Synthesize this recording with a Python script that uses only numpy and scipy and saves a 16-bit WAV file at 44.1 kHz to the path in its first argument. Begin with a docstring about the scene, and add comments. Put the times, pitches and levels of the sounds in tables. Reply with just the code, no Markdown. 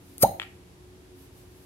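"""Cupping glass pulled off skin

A small room, a stereo pair of microphones close by. Air hisses in under the rim, the seal breaks with
a thump, and the air in the cup rings, rising in pitch as the mouth clears the skin. The cup then knocks
against others held in the same hand. Behind it a fan hums, and the arm brushes faintly as it moves."""
import sys
import numpy as np
from scipy import signal
from scipy.fft import rfft, irfft
from scipy.io import wavfile
from scipy.ndimage import uniform_filter1d

SR = 44100
rng = np.random.default_rng(int(sys.argv[2]) if len(sys.argv) > 2 else 0)


def generate_wav(signal):
    """Clip the signal to [-1, 1] and save it as 16-bit WAV at the path in sys.argv[1]."""
    frames = np.transpose(np.atleast_2d(signal))
    scaled = np.clip(frames, -1, 1) * 32767
    pcm = np.round(scaled).astype(np.int16)
    wavfile.write(sys.argv[1], SR, pcm)


N = 72765
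T = np.arange(N) / SR
BIN_HZ = np.fft.rfftfreq(N, 1 / SR)
RELEASE_S = .233  # the seal breaks


def undb(db):
    """Decibels to gain."""
    return 10 ** (np.asarray(db) / 20)


def on_log(hz, points):
    """Read a (freq_hz, value) table on a log-frequency axis."""
    freqs, values = np.array(points, float).T
    return np.interp(np.log(np.maximum(hz, 1)), np.log(freqs), values)


def tint(x, colour):
    """Filter by a (freq_hz, gain_db) table."""
    return irfft(rfft(x) * undb(on_log(BIN_HZ, colour)), N)


def noise(colour):
    """Coloured noise of rms 1."""
    x = tint(rng.standard_normal(N), colour)
    return x / x.std()


def drift(rate_hz):
    """Slow random drift, spread near 1."""
    hold = int(SR / rate_hz)
    steps = np.repeat(rng.standard_normal(N // hold + 1), hold)
    return 1.5 * uniform_filter1d(uniform_filter1d(steps, hold), hold)[:N]


def since(start_s):
    """Seconds since a moment, 0 before it."""
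    return np.maximum(T - start_s, 0)


def ring(hz, t60, start_s=0):
    """One decaying mode."""
    age = since(start_s)
    return np.sin(2 * np.pi * hz * age) * np.exp(-np.log(1000) * age / t60)


def strike(start_s, modes):
    """Modes set ringing at one moment."""
    return sum(undb(db) * ring(hz, t60, start_s) for hz, db, t60 in modes)


def bursts(events, decay_s):
    """A sudden, decaying burst of noise at each event."""
    envelope = sum(undb(db) * (T > start) * np.exp(-since(start) / decay_s) for start, db in events)
    return envelope * rng.standard_normal(N)


def convolve(x, response):
    """Pass a sound through a response, per channel."""
    return signal.fftconvolve(np.atleast_2d(x), np.atleast_2d(response), axes=1)[:, :N]


def pan(x, left_db, lag_s=0.0001116):
    """Set the left-right balance; the hand is to the left, so the right microphone hears it late."""
    late = irfft(rfft(x) * np.exp(-2j * np.pi * BIN_HZ * lag_s), N)
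    return np.array([x, late]) * undb(np.array([[left_db], [-left_db]]) / 2)


# Side against mid for diffuse sound at the pair: freq_hz, gain_db
DIFFUSE_SIDE = [(50, -17), (300, -8), (700, -1.5), (2000, 1), (15000, -0.5)]
def spread(x):
    """Opposed left and right signals, weak in the bass, which is alike at both microphones."""
    side = tint(x, DIFFUSE_SIDE)
    return np.array([side, -side])


# Decay of the small room: freq_hz, t60_s
ROOM_DECAY = [(100, 0.35), (700, 0.4), (2500, 0.32), (8000, 0.31), (14000, 0.34)]
# Low resonances between its walls: pitch_hz, level_db, t60_s
ROOM_MODES = [(60, -57, .2), (99.8, -66.5, .4), (185.8, -49.5, 0.26), (224, -54, 0.29)]
def room(delay_s=0.0027, build_s=0.0025):
    """Stereo response: reflections build up and die away octave by octave, over the low modes."""
    diffuse = spread(rng.standard_normal(N)) + rng.standard_normal(N)
    spectra = rfft(diffuse)
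    octave = np.log2(np.clip(BIN_HZ, 125, 16000) / 125)
    age, tail = since(delay_s), 0
    for k in range(8):
        band = irfft(spectra * np.maximum(1 - abs(octave - k), 0), N)
        t60 = on_log(125 * 2 ** k, ROOM_DECAY)
        tail += band * np.exp(-np.log(1000) * age / t60)
    tail *= 1 - np.exp(-age / build_s)
    return tail / np.sqrt(np.sum(tail ** 2) / 2) + strike(delay_s, ROOM_MODES)


# Steady fan tones, centred in the background: pitch_hz, level_db
FAN_TONES = [(91.5, -65), (129, -67), (183, -68), (453, -72.5)]
# Two more tones that swell and fade: time_s, level_db
UPPER_SWELL = [(0, -69), (.12, -59), (.45, -54), (.6, -55), (.69, -68), (.81, -59), (.94, -57), (1.06, -67),
               (1.14, -58), (1.23, -73), (1.35, -62), (1.42, -64.5), (1.52, -60.5), (1.65, -61)]
LOWER_SWELL = [(0, -72), (.12, -55), (.5, -70.5), (.82, -71), (.94, -60), (1.05, -68), (1.19, -53.5),
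               (1.29, -60.5), (1.39, -74), (1.65, -64.5)]
# Room air all around the microphones: freq_hz, gain_db
RUSH_COLOUR = [(30, -14), (62, -0.5), (110, -4), (210, -15), (330, -8.5), (430, -15), (560, -21),
               (900, -23.5), (1300, -28.5), (3000, -31), (8000, -36.5), (11500, -35.5), (15500, -48.5)]
def fan(waver_db=2.5, wander_hz=2, rush_db=-53):
    """A fan hums in wavering tones over a low rush of air."""
    upper_db = np.interp(T, *np.array(UPPER_SWELL).T)
    lower_db = np.interp(T, *np.array(LOWER_SWELL).T)
    hum = 0
    for hz, db in [*FAN_TONES, (363.6, upper_db), (274.6, lower_db)]:
        rms = undb(db + waver_db * drift(rate_hz=6.9))
        pitch_hz = hz + wander_hz * drift(rate_hz=16.41)
        hum += rms * np.sqrt(2) * np.sin(2 * np.pi * np.cumsum(pitch_hz) / SR)
    rush = spread(noise(RUSH_COLOUR)) + noise(RUSH_COLOUR)
    return hum + undb(rush_db) * rush


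# Arm movements, faint and wide across the pair: centre_s, width_s, level_db
BRUSHES = [(.12, 0.07, -59.5), (1.22, 0.041, -58.5), (1.39, 0.033, -59.5), (1.62, 0.11, -62.5)]
# Their hiss: freq_hz, gain_db
BRUSH_COLOUR = [(500, -12), (2000, -11), (7000, -13.5), (12500, -5.5), (15500, -15)]
def arm_brushes():
    """The moving arm rubs in soft swells of hiss."""
    swell = sum(undb(db) * np.exp(-.5 * ((T - centre) / width) ** 2) for centre, width, db in BRUSHES)
    return swell * np.array([noise(BRUSH_COLOUR), noise(BRUSH_COLOUR)])


# Cups meeting in the hand, close on the left: start_s, gain_db
KNOCKS = [(0.3985, -11.5), (0.4177, -16.5), (0.4277, -19.5), (.4343, -25)]
# Crack of each contact: freq_hz, gain_db
KNOCK_COLOUR = [(200, -34), (600, -19), (1000, 2.5), (2500, 9), (3500, 10), (5500, -9), (7600, -23),
                (10000, -21), (12500, -18), (15500, -33)]
# Ring of the gripped glass: pitch_hz, gain_db, t60_s
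GLASS_MODES = [(1380, -20, 0.012), (1935, -24, 0.027), (2660, -20, 0.017), (3276, -20.5, 0.01),
               (4470, -30, 0.01), (7560, -36.5, 0.033)]
def glass_knocks(click_db=1.5, grit_db=-12.5, rebound_s=0.00135, rebound_db=-7.5):
    """Glass clicks on glass with a little grit and touches again; the fingers choke its ring."""
    clicks = ringing = 0
    for start, db in KNOCKS:
        contact = np.sinc((T - start) * SR)
        rebound = undb(rebound_db) * np.sinc((T - start - rebound_s) * SR)
        clicks += undb(db) * (contact + rebound)
        ringing += undb(db) * strike(start, GLASS_MODES)
    grit = bursts(KNOCKS, decay_s=0.0014)
    return tint(undb(click_db) * clicks + undb(grit_db) * grit, KNOCK_COLOUR) + ringing


# Slips of the rim, close and left of centre: start_s, gain_db
SLIPS = [(0.1813, -22.5), (0.1833, -32)]
# Their thin tick: freq_hz, gain_db
SLIP_COLOUR = [(1000, -21), (6000, -8.5), (9000, -8), (11500, 6), (14000, -8)]
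def rim_slips():
    """The rim ticks as it slips on the skin."""
    return tint(bursts(SLIPS, decay_s=.0005), SLIP_COLOUR)


# Air drawn in under the rim: time_s, gain_db
RIM_FLOW = [(0.189, -58), (0.204, -48.5), (0.221, -28), (0.2266, -16), (0.229, -17.5), (.235, -25),
            (0.243, -35), (.255, -70)]
def airflow():
    """Strength of the stream, peaking just before the seal breaks."""
    times, db = np.array(RIM_FLOW).T
    return undb(np.interp(T, times, db)) * (T > times[0]) * (T < times[-1])


# Hiss at the rim, close and left of centre: freq_hz, gain_db
JET_COLOUR = [(150, -20.5), (700, -16.5), (1100, -43), (1600, -29), (2100, -19.5), (3300, -29.5),
              (6000, -16), (8000, -18.5), (10200, -14), (11400, -2.5), (13300, -4.5), (15500, -8.5)]
def rim_jet(flow, gain_db=4):
    """A jet of air hisses through the gap, as loud as its flow is strong."""
    return undb(gain_db) * noise(JET_COLOUR) * flow


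# Air column of the cup, from the same spot: pitch_hz, gain_db, t60_s
COLUMN_MODES = [(1347, -9.5, 0.045), (5040, -6, 0.025), (6295, -15.5, 0.019), (8850, -2, 0.017),
                (11450, 1, .008), (13310, 5, .01)]
def cup_whistle(flow, gain_db=-7):
    """The jet blows the resonances of the nearly sealed cup."""
    column = sum(undb(db) * ring(hz, t60) / np.linalg.norm(ring(hz, t60)) for hz, db, t60 in COLUMN_MODES)
    return undb(gain_db) * convolve(flow * rng.standard_normal(N), column)[0]


def skin_thump(pitch_hz=124, gain_db=-10, decay_s=0.0043):
    """The skin springs back: one heavily damped swing."""
    age = since(RELEASE_S)
    return -undb(gain_db) * (age > 0) * np.cos(2 * np.pi * pitch_hz * age) * np.exp(-age / decay_s)


# Upper modes of the open cup, close and left of centre: pitch_hz, level_db, t60_s
OPEN_CUP_MODES = [(4130, -24.5, 0.032), (6570, -20, 0.017), (9110, -16.5, 0.017)]
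def cup_overtones(lead_s=0.0011):
    """The breaking seal strikes the cup's overtones just ahead of the pop."""
    return strike(RELEASE_S - lead_s, OPEN_CUP_MODES)


# First echoes off surfaces near the cup: delay_s, gain_db
NEAR_ECHOES = [(.0037, -11), (.0089, -10)]
def cup_pop(shut_hz=392, open_hz=1066, opening_s=0.01323, gain_db=-5.5):
    """The air in the cup rings, glides up as the gap widens, radiates away and echoes back."""
    attack_s, hold_s, decay_s, sag_db_per_s = 0.0023, 0.016, 0.0062, 456.5
    age = since(RELEASE_S)
    pitch_hz = open_hz + (shut_hz - open_hz) * np.exp(-age / opening_s)
    phase = 2 * np.pi * np.cumsum(pitch_hz * (age > 0)) / SR
    attack = 1 - np.exp(-age / attack_s)
    fade = undb(-sag_db_per_s * age) * np.exp(-since(RELEASE_S + hold_s) / decay_s)
    note = -undb(gain_db) * attack * fade * np.sin(phase)
    return note + sum(undb(db) * np.interp(T - delay, T, note, left=0) for delay, db in NEAR_ECHOES)


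# Colour of the pop and of the knocks coming back off the walls: freq_hz, gain_db
POP_REFLECTED = [(300, 3.5), (480, -6), (600, 1), (770, 2.5), (900, -7), (1100, -2)]
KNOCK_REFLECTED = [(500, -14), (1300, -5), (1900, 0), (2500, 1), (3400, -10), (5000, -3.5), (12000, 5)]
def scene():
    """Cup and skin reach the pair directly and by way of the room, over the fan and the arm."""
    flow = airflow()
    leak = rim_jet(flow) + rim_slips() + cup_whistle(flow)
    knocks, thump, overtones, pop = glass_knocks(), skin_thump(), cup_overtones(), cup_pop()
    direct = (pan(knocks, left_db=7.5) + pan(leak + overtones, left_db=4.5)
              + pan(thump, left_db=0) + pan(pop, left_db=-3))
    to_room = (undb(-4.5) * tint(knocks, KNOCK_REFLECTED)
               + undb(-18) * leak + undb(-8) * thump + undb(-7.5) * overtones
               + undb(-12) * tint(pop, POP_REFLECTED))
    return direct + convolve(to_room, room()) + fan() + arm_brushes()


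def record(dry, low_hz=46, top_hz=15750):
    """The microphones drop the deep bass and cut the top."""
    x = signal.sosfilt(signal.butter(4, low_hz, "high", fs=SR, output="sos"), dry)
    return signal.sosfilt(signal.ellip(10, .2, 80, top_hz, fs=SR, output="sos"), x)


dry = scene()
out = record(dry)
generate_wav(out)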